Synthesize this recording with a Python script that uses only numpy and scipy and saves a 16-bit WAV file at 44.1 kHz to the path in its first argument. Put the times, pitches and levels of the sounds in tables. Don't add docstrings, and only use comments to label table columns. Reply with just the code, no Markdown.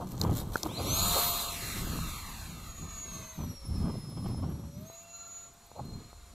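import sys
import numpy as np
from scipy import signal
from scipy.fft import rfft, irfft, next_fast_len
from scipy.io import wavfile
from scipy.ndimage import uniform_filter1d, map_coordinates

SR = 44100
rng = np.random.default_rng(int(sys.argv[2]) if len(sys.argv) > 2 else 0)


def ratio(d):
    e = np.asarray(d, float) / 20
    return 10 ** e


def digitize_waveform(pressure):
    field = np.atleast_2d(pressure).T
    bounded = np.clip(field, -1, 1)
    quanta = np.round(bounded * 32767).astype(np.int16)
    wavfile.write(sys.argv[1], SR, quanta)


N = 279577

T = np.arange(N) / SR
COARSE = T[::32]
SIZE = next_fast_len(N)
HZ = np.fft.rfftfreq(SIZE, 1 / SR)
EDGE_HZ = 14600
# time in seconds, level in dB.
RUSH = [(.55, -59.5), (.79, -44), (.9, -35.5), (1.11, -31), (1.18, -31), (1.43, -35.5), (1.6, -41),
        (2.1, -44), (2.42, -47), (2.5, -49.5), (2.77, -53), (3.2, -49.5), (3.69, -62), (3.8, -57.5),
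        (4.75, -70.5), (5.43, -57.5), (5.52, -67), (6.34, -65)]


def evened(x):
    return x / np.sqrt(np.mean(x ** 2) + 1e-20)


def read(points, hz):
    f, value = np.transpose(points)
    return np.interp(np.log(hz + 1), np.log(f + 1), value)


def curves(rows):
    s, *columns = np.transpose(rows)
    return [np.interp(T, s, c) for c in columns]


def bell(s, half, clock=T):
    return np.exp(-((clock - s) / half) ** 2)


def swells(rows):
    return np.interp(T, COARSE, sum(ratio(db) * bell(s, half, COARSE) for s, half, db in rows))


def coloured(x, points):
    return irfft(rfft(x, SIZE) * ratio(read(points, HZ)), SIZE)[:N]


def drift(hz):
    f = np.fft.rfftfreq(len(COARSE), COARSE[1])
    spectrum = rfft(rng.standard_normal(len(COARSE))) / (1 + (f / hz) ** 4)
    return np.interp(T, COARSE, evened(irfft(spectrum, len(COARSE))))


def noise(points, patchy_db):
    frames = N // 128 + 5
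    a, b, patches = rng.standard_normal((frames, 257, 3)).T
    patches = evened(uniform_filter1d(uniform_filter1d(patches, 6, 0), 24, 1))
    z = (a + 1j * b) * ratio(patchy_db * patches)
    plain = signal.istft(z, nperseg=512, noverlap=384)[1][:N]
    return evened(coloured(plain, points))


def band(x, lo_hz, hi_hz):
    return signal.sosfilt(signal.butter(3, [lo_hz, hi_hz], "bandpass", fs=SR, output="sos"), x)


def add(mix, s, sound):
    part = mix[round(s * SR):][:len(sound)]
    part += sound[:len(part)]


def pitch():
    # time in seconds, blade-pass pitch the motor heads for in Hz, lag in seconds.
    throttle = [
        (0.423, 7299, 0.1174),
        (3.02, 6934, 0.0344),
        (3.343, 6041, 0.0331),
        (3.545, 5816, 0.0222),
        (3.74, 5667, 0.017),
        (4.408, 6080, 0.0135),
        (4.701, 7312, 0.0461),
    ]
    # time in
    # seconds, bend as the equal speed away from the listener in m/s.
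    bend_rows = [(.68, -31), (.75, -17), (.85, -15), (.9, -23), (1.04, -19), (1.3, 10.5), (1.5, 17.5), (1.8, 23),
                 (3, 29.9), (5.3, 24.2), (6.34, 14)]
    s, hz, lag = np.transpose(throttle)[:, :, None]
    u = np.maximum(COARSE - s, 0) / lag
    steps = np.diff(hz, axis=0, prepend=0)
    spin = (steps * (1 - (1 + u + u * u / 2) * np.exp(-u))).sum(0)
    return np.interp(T, COARSE, spin) / (1 + curves(bend_rows)[0] / 343)


def whine():
    blades = 10
    # time in seconds, blade tone in dB, twice blade tone in dB, shaft tone in dB.
    beam = [(.68, -52, -69, -69), (.74, -53.5, -70, -62), (.79, -48.5, -64, -52), (.85, -53.5, -51, -49),
            (.92, -34, -45, -47.5), (1.16, -43.5, -38, -41.5), (1.27, -48, -34, -42.5),
            (1.36, -47, -41, -48.5), (1.5, -58, -58, -51.5), (1.8, -56, -56, -66.5), (2.62, -63, -80, -71),
            (2.76, -52, -80, -70), (3.04, -45.5, -78, -63.5), (3.2, -48.5, -73, -59),
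            (3.4, -55.5, -61.5, -63), (4.3, -57, -62, -77), (4.7, -70, -72, -62), (4.88, -53, -60, -54.5),
            (5.14, -49, -68, -62), (5.44, -49.5, -89, -65.5), (5.56, -68.5, -74, -67),
            (6.34, -67, -69, -71)]
    # time in seconds, half length in seconds, gain in dB.
    fades = [(0.827, 0.015, -11), (1.252, 0.038, -17), (4.827, 0.046, -13), (4.922, 0.0054, -19),
             (5.067, 0.036, -12)]
    # shaft multiple, dB against the sixth order.
    weak_orders = [(2, -13.5), (4, 1.5)]
    # shaft multiple, dB against the twice blade tone.
    side_tones = [(10.45, -33), (11, -42)]
    # shaft multiple, peak in seconds, half length in seconds, dB.
    spool = [(9, .79, .025, -51), (7, .875, .02, -47), (2, .92, .09, -51), (3, .72, .04, -59),
             (1.5, .79, .04, -50), (6, 4.93, .06, -67), (4, 5.12, .13, -64), (2, 5.3, .25, -66),
             (6, 5.2, .1, -64), (6, 5.95, .2, -67)]
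    blade_db, twice_db, shaft_db = curves(beam)
    hz = pitch()
    blade_db = blade_db + sum(db * bell(s, half) for s, half, db in fades)

    twice_db = twice_db - 8 * np.maximum(2 * hz - 11800, 0) / 1000 * (T > 4.5)

    ring_db = 8.5 / (1 + ((6 * hz / blades - 4440) / 570) ** 2)
    turned_db = -1.5 * (T > 5.1)
    sixth_db = curves(RUSH)[0] - 23 + ring_db + turned_db

    turns = np.cumsum(hz * (1 + 0.0009 * drift(hz=59.6))) / SR / blades
    # shaft multiple, level in dB, twinkle in dB
    orders = [
        (blades, blade_db, 2.2),
        (2 * blades, twice_db, 2.5 + 1.1 * (T > 2.4)),
        (14, twice_db - 17 - 12 * np.maximum(T - 2.4, 0), 3.),
        (1, shaft_db, 1.5),
        (6, sixth_db - 5.0, 2.8)]
    orders += [(k, np.minimum(sixth_db, -57) + db - 9 * (T > 5.52), 2.) for k, db in weak_orders]
    orders += [(k, twice_db + db - 9 * np.maximum(T - 1.5, 0), 4.) for k, db in side_tones]
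    orders += [(k, db - 9 * ((T - s) / half) ** 2, 4.5) for k, s, half, db in spool]
    out = np.zeros(N)
    for k, db, twinkle_db in orders:
        out += ratio(db + twinkle_db * drift(hz=27.4)) * np.sin(2 * np.pi * k * turns)
    return np.sqrt(2) * out * np.clip((T - beam[0][0]) / .015, 0, 1)


def rush():
    # frequency in Hz, density in dB per Hz.
    near = [(180, -15), (300, -12.5), (763, -6.5), (1270, 5.5), (1400, -5), (1850, -0.5), (2650, -4),
            (3250, -6.5), (4050, -3), (5010, -9), (6510, -11), (6950, -8.5), (8190, -11), (14000, -14),
            (15000, -26)]
    # time in seconds, lag of the ground echo in ms.
    ground = [(.6, 0.39), (.8, 0.31), (.95, 0.25), (1.48, 0.26), (1.65, 0.46), (2.05, .76), (2.4, 1.16),
              (2.75, 1.61), (3.25, 1.94), (4.15, 2.66), (6.34, 4.36)]
    # time in seconds, half length in seconds, gain in dB.
    puffs = [(1.09, 0.02, 0), (4.288, 0.049, 7.5), (4.873, 0.15, 8.5), (6.05, 0.074, 5)]
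    level_db = curves(RUSH)[0] + sum(db * bell(s, half) for s, half, db in puffs)

    astern_s = 0.99
    ahead_db = -3 * np.clip((astern_s - T) / 0.048, 0, 1)
    treble_db = 1.5 + ahead_db - 1.5 * np.maximum(T - astern_s, 0)

    air = noise(near, patchy_db=1.3)
    air = air / band(air, 2100, 4800).std()
    low = signal.sosfiltfilt(signal.butter(2, 6500, fs=SR, output="sos"), air)
    high = (air - low) / band(air, 7300, 10000).std()
    direct = low + ratio(treble_db) * high

    road = 0.17 * np.clip((1.6 - T) / 0.11, 0, 1)
    share = np.clip(0.57 + road + 0.12 * drift(hz=9.2), 0, 1)
    lag_ms = curves(ground)[0]
    echo = map_coordinates(low, [np.arange(N) - lag_ms * SR / 1000], order=3)
    both = (direct + share * echo) / np.sqrt(1 + share ** 2)
    start = np.clip((T - RUSH[0][0]) / 0.01, 0, 1)
    return both * ratio(level_db - 6.0 + 0.9 * drift(hz=12)) * start


def gusts():
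    # peak in seconds, buffet in dB, rise in dB/s, fall in dB/s, whistle over the port in dB above it.
    gust_rows = [(0, -43, 104, 87, 1.5), (0.267, -28, 145, 98, -12.5), (0.328, -26, 95, 400, -14),
                 (.5, -39.5, 4, 154, -11.5), (.69, -38, 145, 133, -6), (0.818, -34.5, 178, 52, -6.5),
                 (.88, -39, 100, 200, -5), (.93, -33.5, 84, 300, -14), (1.025, -35.5, 300, 82, -14.5),
                 (1.3, -44.5, 31, 58, -16.5), (1.7, -44, 82, 30, -15), (1.92, -36.5, 33, 46, -16),
                 (2.56, -46.5, 12, 39, -16.5), (2.818, -39, 400, 188, -14), (3.2, -47.5, 25, 47, -16),
                 (3.388, -35.5, 900, 49, -16), (3.49, -36, 69, 260, -26), (3.711, -33.5, 219, 38, -21),
                 (3.86, -32.5, 56, 73, -15.5), (3.99, -35, 40, 400, -21), (4.05, -42.5, 200, 110, -18.5),
                 (4.15, -41.5, 60, 40, -22.5), (4.27, -35, 90, 26, -17), (4.47, -33.5, 19, 50, -19.5),
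                 (4.79, -43, 40, 36, -38), (5.822, -38.5, 283, 34, -20), (6, -42, 109, 290, -23),
                 (6.33, -60, 200, 104, -27)]
    # from in seconds, to in seconds, rate in dB/s.
    lulls = [(0.605, 0.635, 116), (3.24, 3.385, 200), (3.505, 3.656, 202), (4.856, 5.73, 300),
             (6.004, 6.328, 148)]
    calm_db, return_db_per_s = -66.5, 500
    s, db, rise, fall, port_db = np.transpose(gust_rows)[:, :, None]
    each = db - np.where(COARSE < s, abs(rise) * (s - COARSE), abs(fall) * (COARSE - s))
    lull = 0
    for start, end, rate in lulls:
        dip = np.minimum(rate * (COARSE - start), return_db_per_s * (end - COARSE))
        lull = lull + np.maximum(dip, 0)
    port_db = uniform_filter1d(port_db[each.argmax(0), 0], size=47)
    buffet_db = np.maximum(each.max(0) - lull, calm_db)
    return np.interp(T, COARSE, buffet_db), np.interp(T, COARSE, port_db)


def wind():
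    # frequency in Hz, density in dB per Hz.
    buffet_points = [(44, -17), (75, 3.5), (162, 2), (239, -3.5), (311, -14.5), (469, -27), (500, -54),
                     (650, -69), (1100, -120)]
    # frequency in Hz, density in dB per Hz.
    port_points = [(180, -20), (300, -4), (632, -14), (722, -14.5), (1230, -16.5), (1320, -24), (2500, -38),
                   (3250, -28), (5500, -120)]
    # peak in seconds, half length in seconds, level in dB.
    swings = [(.08, 0.1, -54.5), (.32, 0.12, -40), (.5, 0.073, -40), (.69, 0.034, -48), (1, 0.12, -38),
              (1.25, 0.23, -48), (1.9, 0.28, -42.5), (2.6, 0.75, -48.5), (3.42, 0.051, -47),
              (3.8, 0.17, -40), (4.29, 0.091, -44), (4.5, 0.086, -53), (5.9, 0.13, -60), (6.2, 0.36, -54.5)]
    buffet_db, port_db = gusts()
    lumps = drift(hz=34.6)
    buffet = noise(buffet_points, patchy_db=2.5)
    buffet = buffet / (uniform_filter1d(buffet ** 2, size=1800) + .05) ** 0.25
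    buffet = evened(buffet * ratio(0.64 * lumps))
    rasp = noise(port_points, patchy_db=1.1) * ratio(2.95 * lumps + 1.0 * drift(hz=68))
    rasp = rasp / band(rasp, 330, 620).std()
    still_db = -67.5
    rumble = (ratio(still_db) + swells(swings)) * evened(band(rng.standard_normal(N), 18.7, 81.0))
    return rumble + ratio(buffet_db) * (buffet + ratio(np.minimum(port_db, -2) + 1.5) * rasp)


def handling():
    # peak in seconds, half length in seconds, level in dB.
    rub = [(0.119, 0.022, -53), (0.228, 0.034, -46.5), (.335, 0.047, -53), (0.389, 0.033, -41),
           (0.542, 0.013, -47), (0.598, 0.066, -45.5)]
    # frequency in Hz, density in dB per Hz.
    rubbed = [(1200, -6), (2600, -12), (3900, -6), (5000, -9), (7500, -6.5), (9100, -8), (13000, -6.5),
              (15000, -4)]
    # start in seconds, peak in dB, ring in Hz.
    ticks = [(0.167, -44, 7600), (0.179, -34, 8100), (0.2145, -15, 4100), (0.237, -29.5, 7560),
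             (0.3105, -40, 3620), (0.331, -39, 3750), (0.398, -44, 4100), (.5357, -37, 3850),
             (0.557, -28, 6460), (0.6322, -16.5, 5440), (0.667, -39, 3720)]
    # start in seconds, peak in dB, ring in Hz, decay by 60 dB in seconds.
    knocks = [(0.25, -20, 970, 0.016), (0.295, -22.5, 726, 0.011), (0.38, -36, 673, 0.011),
              (0.415, -25.5, 770, 0.0062), (0.557, -7.5, 1416, 0.0084), (0.557, -15, 537, 0.0061),
              (0.636, -22, 760, 0.0063), (1.166, -14.5, 690, 0.0026), (1.349, -25, 1020, 0.012),
              (1.989, -23.5, 1040, 0.0064), (2.824, -40, 1250, 0.012), (3.385, -47, 622, 0.009),
              (3.883, -21, 630, 0.0028), (3.955, -34, 600, 0.015), (4.346, -32, 750, 0.011),
              (4.441, -39, 1100, 0.0098), (4.9, -29, 700, 0.0042), (5.716, -33, 810, 0.0066),
              (6.13, -29.5, 855, 0.0033)]
    hold_db, let_go_s = -57, .76
    skin = noise(rubbed, patchy_db=1.5) * ratio(3.5 * drift(hz=150))
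    grip = np.clip((let_go_s - T) / 0.069, 0, 1)
    out = evened(skin) * (ratio(hold_db) + swells(rub)) * grip
    t = np.arange(1200) / SR
    cracks = rng.standard_normal((len(ticks), len(t)))
    for (s, db, hz), crack in zip(ticks, cracks):
        snap = band(crack * ratio(-60 * t / .006), 3000, 17000)
        burst = band(snap, 3200, 8200) + .5 * snap
        burst = burst + .2 * np.sin(2 * np.pi * hz * t) * ratio(-60 * t / .008)
        add(out, s, ratio(db) * burst / abs(burst).max())
    for s, db, hz, t60 in knocks:
        ring = np.sin(2 * np.pi * hz * t) + .5 * np.sin(2 * np.pi * 0.653 * hz * t)
        onset = 1 - np.exp(-t / .0003)
        add(out, s, -ratio(db - 1 - 60 * t / max(t60, .003)) * ring * onset)
    return out


def lid():
    # peak in seconds, half length in seconds, level in dB, ring in Hz.
    flutters = [(0.018, 0.019, -39, 835), (0.55, 0.039, -48.5, 880), (1.174, 0.025, -33.5, 605),
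                (5.768, 0.015, -47, 700), (5.797, 0.01, -38, 760)]
    out = np.zeros(N)
    shake = rng.standard_normal(N)
    for s, half, db, hz in flutters:
        near = slice(max(round((s - 3 * half) * SR), 0), round((s + 3 * half) * SR))
        ring = evened(band(shake[near], 0.57 * hz, 1.23 * hz))
        out[near] += ratio(db) * ring * bell(s, half, T[near])
    return out


def cricket():
    # start in seconds, peak in dB.
    chirps = [(2.4698, -53), (2.6184, -53), (2.7412, -54), (2.8384, -54), (2.9587, -59), (3.021, -56),
              (3.1532, -56), (3.1976, -60), (3.264, -62), (3.3373, -59), (3.4436, -58), (3.492, -56),
              (3.5533, -54), (3.6735, -49), (3.7733, -53), (3.8761, -56), (3.9943, -54), (4.0931, -50),
              (4.2034, -55), (4.2762, -49), (4.4044, -55), (4.4937, -49), (4.5905, -53), (4.7421, -56),
              (4.8064, -50), (4.8763, -51), (4.8974, -53), (4.9242, -49), (4.9394, -50), (4.9935, -53),
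              (5.026, -49), (5.1597, -50), (5.272, -51), (5.4106, -52), (5.5313, -52), (5.6595, -50),
              (5.7014, -58), (5.7754, -60), (5.8471, -53), (5.9025, -60), (5.9539, -55)]
    t = np.arange(1100) / SR
    scrapes = rng.standard_normal((len(chirps), len(t)))
    stroke = np.sin(np.pi * (t / t[-1]) ** 0.59) ** 2
    out = np.zeros(N)
    for (s, db), scrape in zip(chirps, scrapes):
        wing = evened(band(scrape, 11900, 13900))
        add(out, s, ratio(db - 12.0) * wing * stroke)
    return out


def open_field():
    # frequency in Hz, density in dB per Hz.
    field_points = [(30, -40), (60, -5), (550, -6), (1250, -6.5), (1500, -10), (2300, -15), (4000, -12),
                    (5600, -11.5), (9000, -13), (12800, -18.5), (15000, -27)]
    return ratio(-60.5) * noise(field_points, patchy_db=1.2)


def scene():
    mid = whine() + rush() + wind() + handling() + lid() + cricket() + open_field()
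    return np.array([mid, mid])


def thin_patches(x, slips):
    z = signal.stft(x, nperseg=1024)[2]
    power = abs(z) ** 2
    here = uniform_filter1d(uniform_filter1d(power, size=5, axis=0), size=3, axis=1)
    around = np.exp(uniform_filter1d(np.log(power + 1e-16), size=40, axis=0))
    kept = np.where(here < around * ratio(-8.5), .05, 1)
    hz = np.fft.rfftfreq(1024, 1 / SR)[:, None]
    s = np.arange(z.shape[1]) * 512 / SR
    ragged_hz = 330 * np.minimum(slips[:len(s)] + .6, 3.2) * (s > 2.35)
    kept = kept * (hz < EDGE_HZ + 200 - ragged_hz)
    kept[:38] = 1
    return signal.istft(z * kept, nperseg=1024)[1][:N]


def low_pass(x):
    return signal.sosfilt(signal.butter(12, 15850, fs=SR, output="sos"), x)


def record(dry):
    # frequency in Hz, width in Hz, gain in dB.
    case = [
        (1830, 140, -5),
        (4980, 180, -6.5),
        (2950, 200, -4),
        (9050, 220, -8),
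        (4180, 260, 4.5),
        (11000, 150, -4),
    ]
    # frequency in Hz, side against mid in dB.
    spread = [(60, -31), (110, -33.5), (200, -33), (380, -27), (700, -17), (1290, -16), (2380, -11),
              (4400, -8), (8120, -4), (15000, 1)]
    case_db = sum(db / (1 + ((HZ - hz) / width) ** 2) for hz, width, db in case)
    top_db = -55 * np.clip((HZ - EDGE_HZ) / 200, 0, 1)
    spectrum = rfft(dry.mean(0), SIZE) * ratio(case_db + top_db)
    mid = irfft(spectrum, SIZE)[:N]
    lead = irfft(-1j * spectrum, SIZE)[:N]
    slips = np.repeat(rng.exponential(1, N // 1536 + 3), 3)
    mid, lead = thin_patches(mid, slips), thin_patches(lead, slips)
    z = signal.stft(mid, nperseg=256)[2]
    scatter = np.exp(2j * np.pi * rng.random(z.shape[::-1]).T)
    stray = signal.istft(z * scatter, nperseg=256)[1][:N]
    side = coloured(0.34 * lead + 0.54 * stray, spread)
    return low_pass(np.array([mid + side, mid - side]))


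dry = scene()
out = record(dry)
digitize_waveform(out)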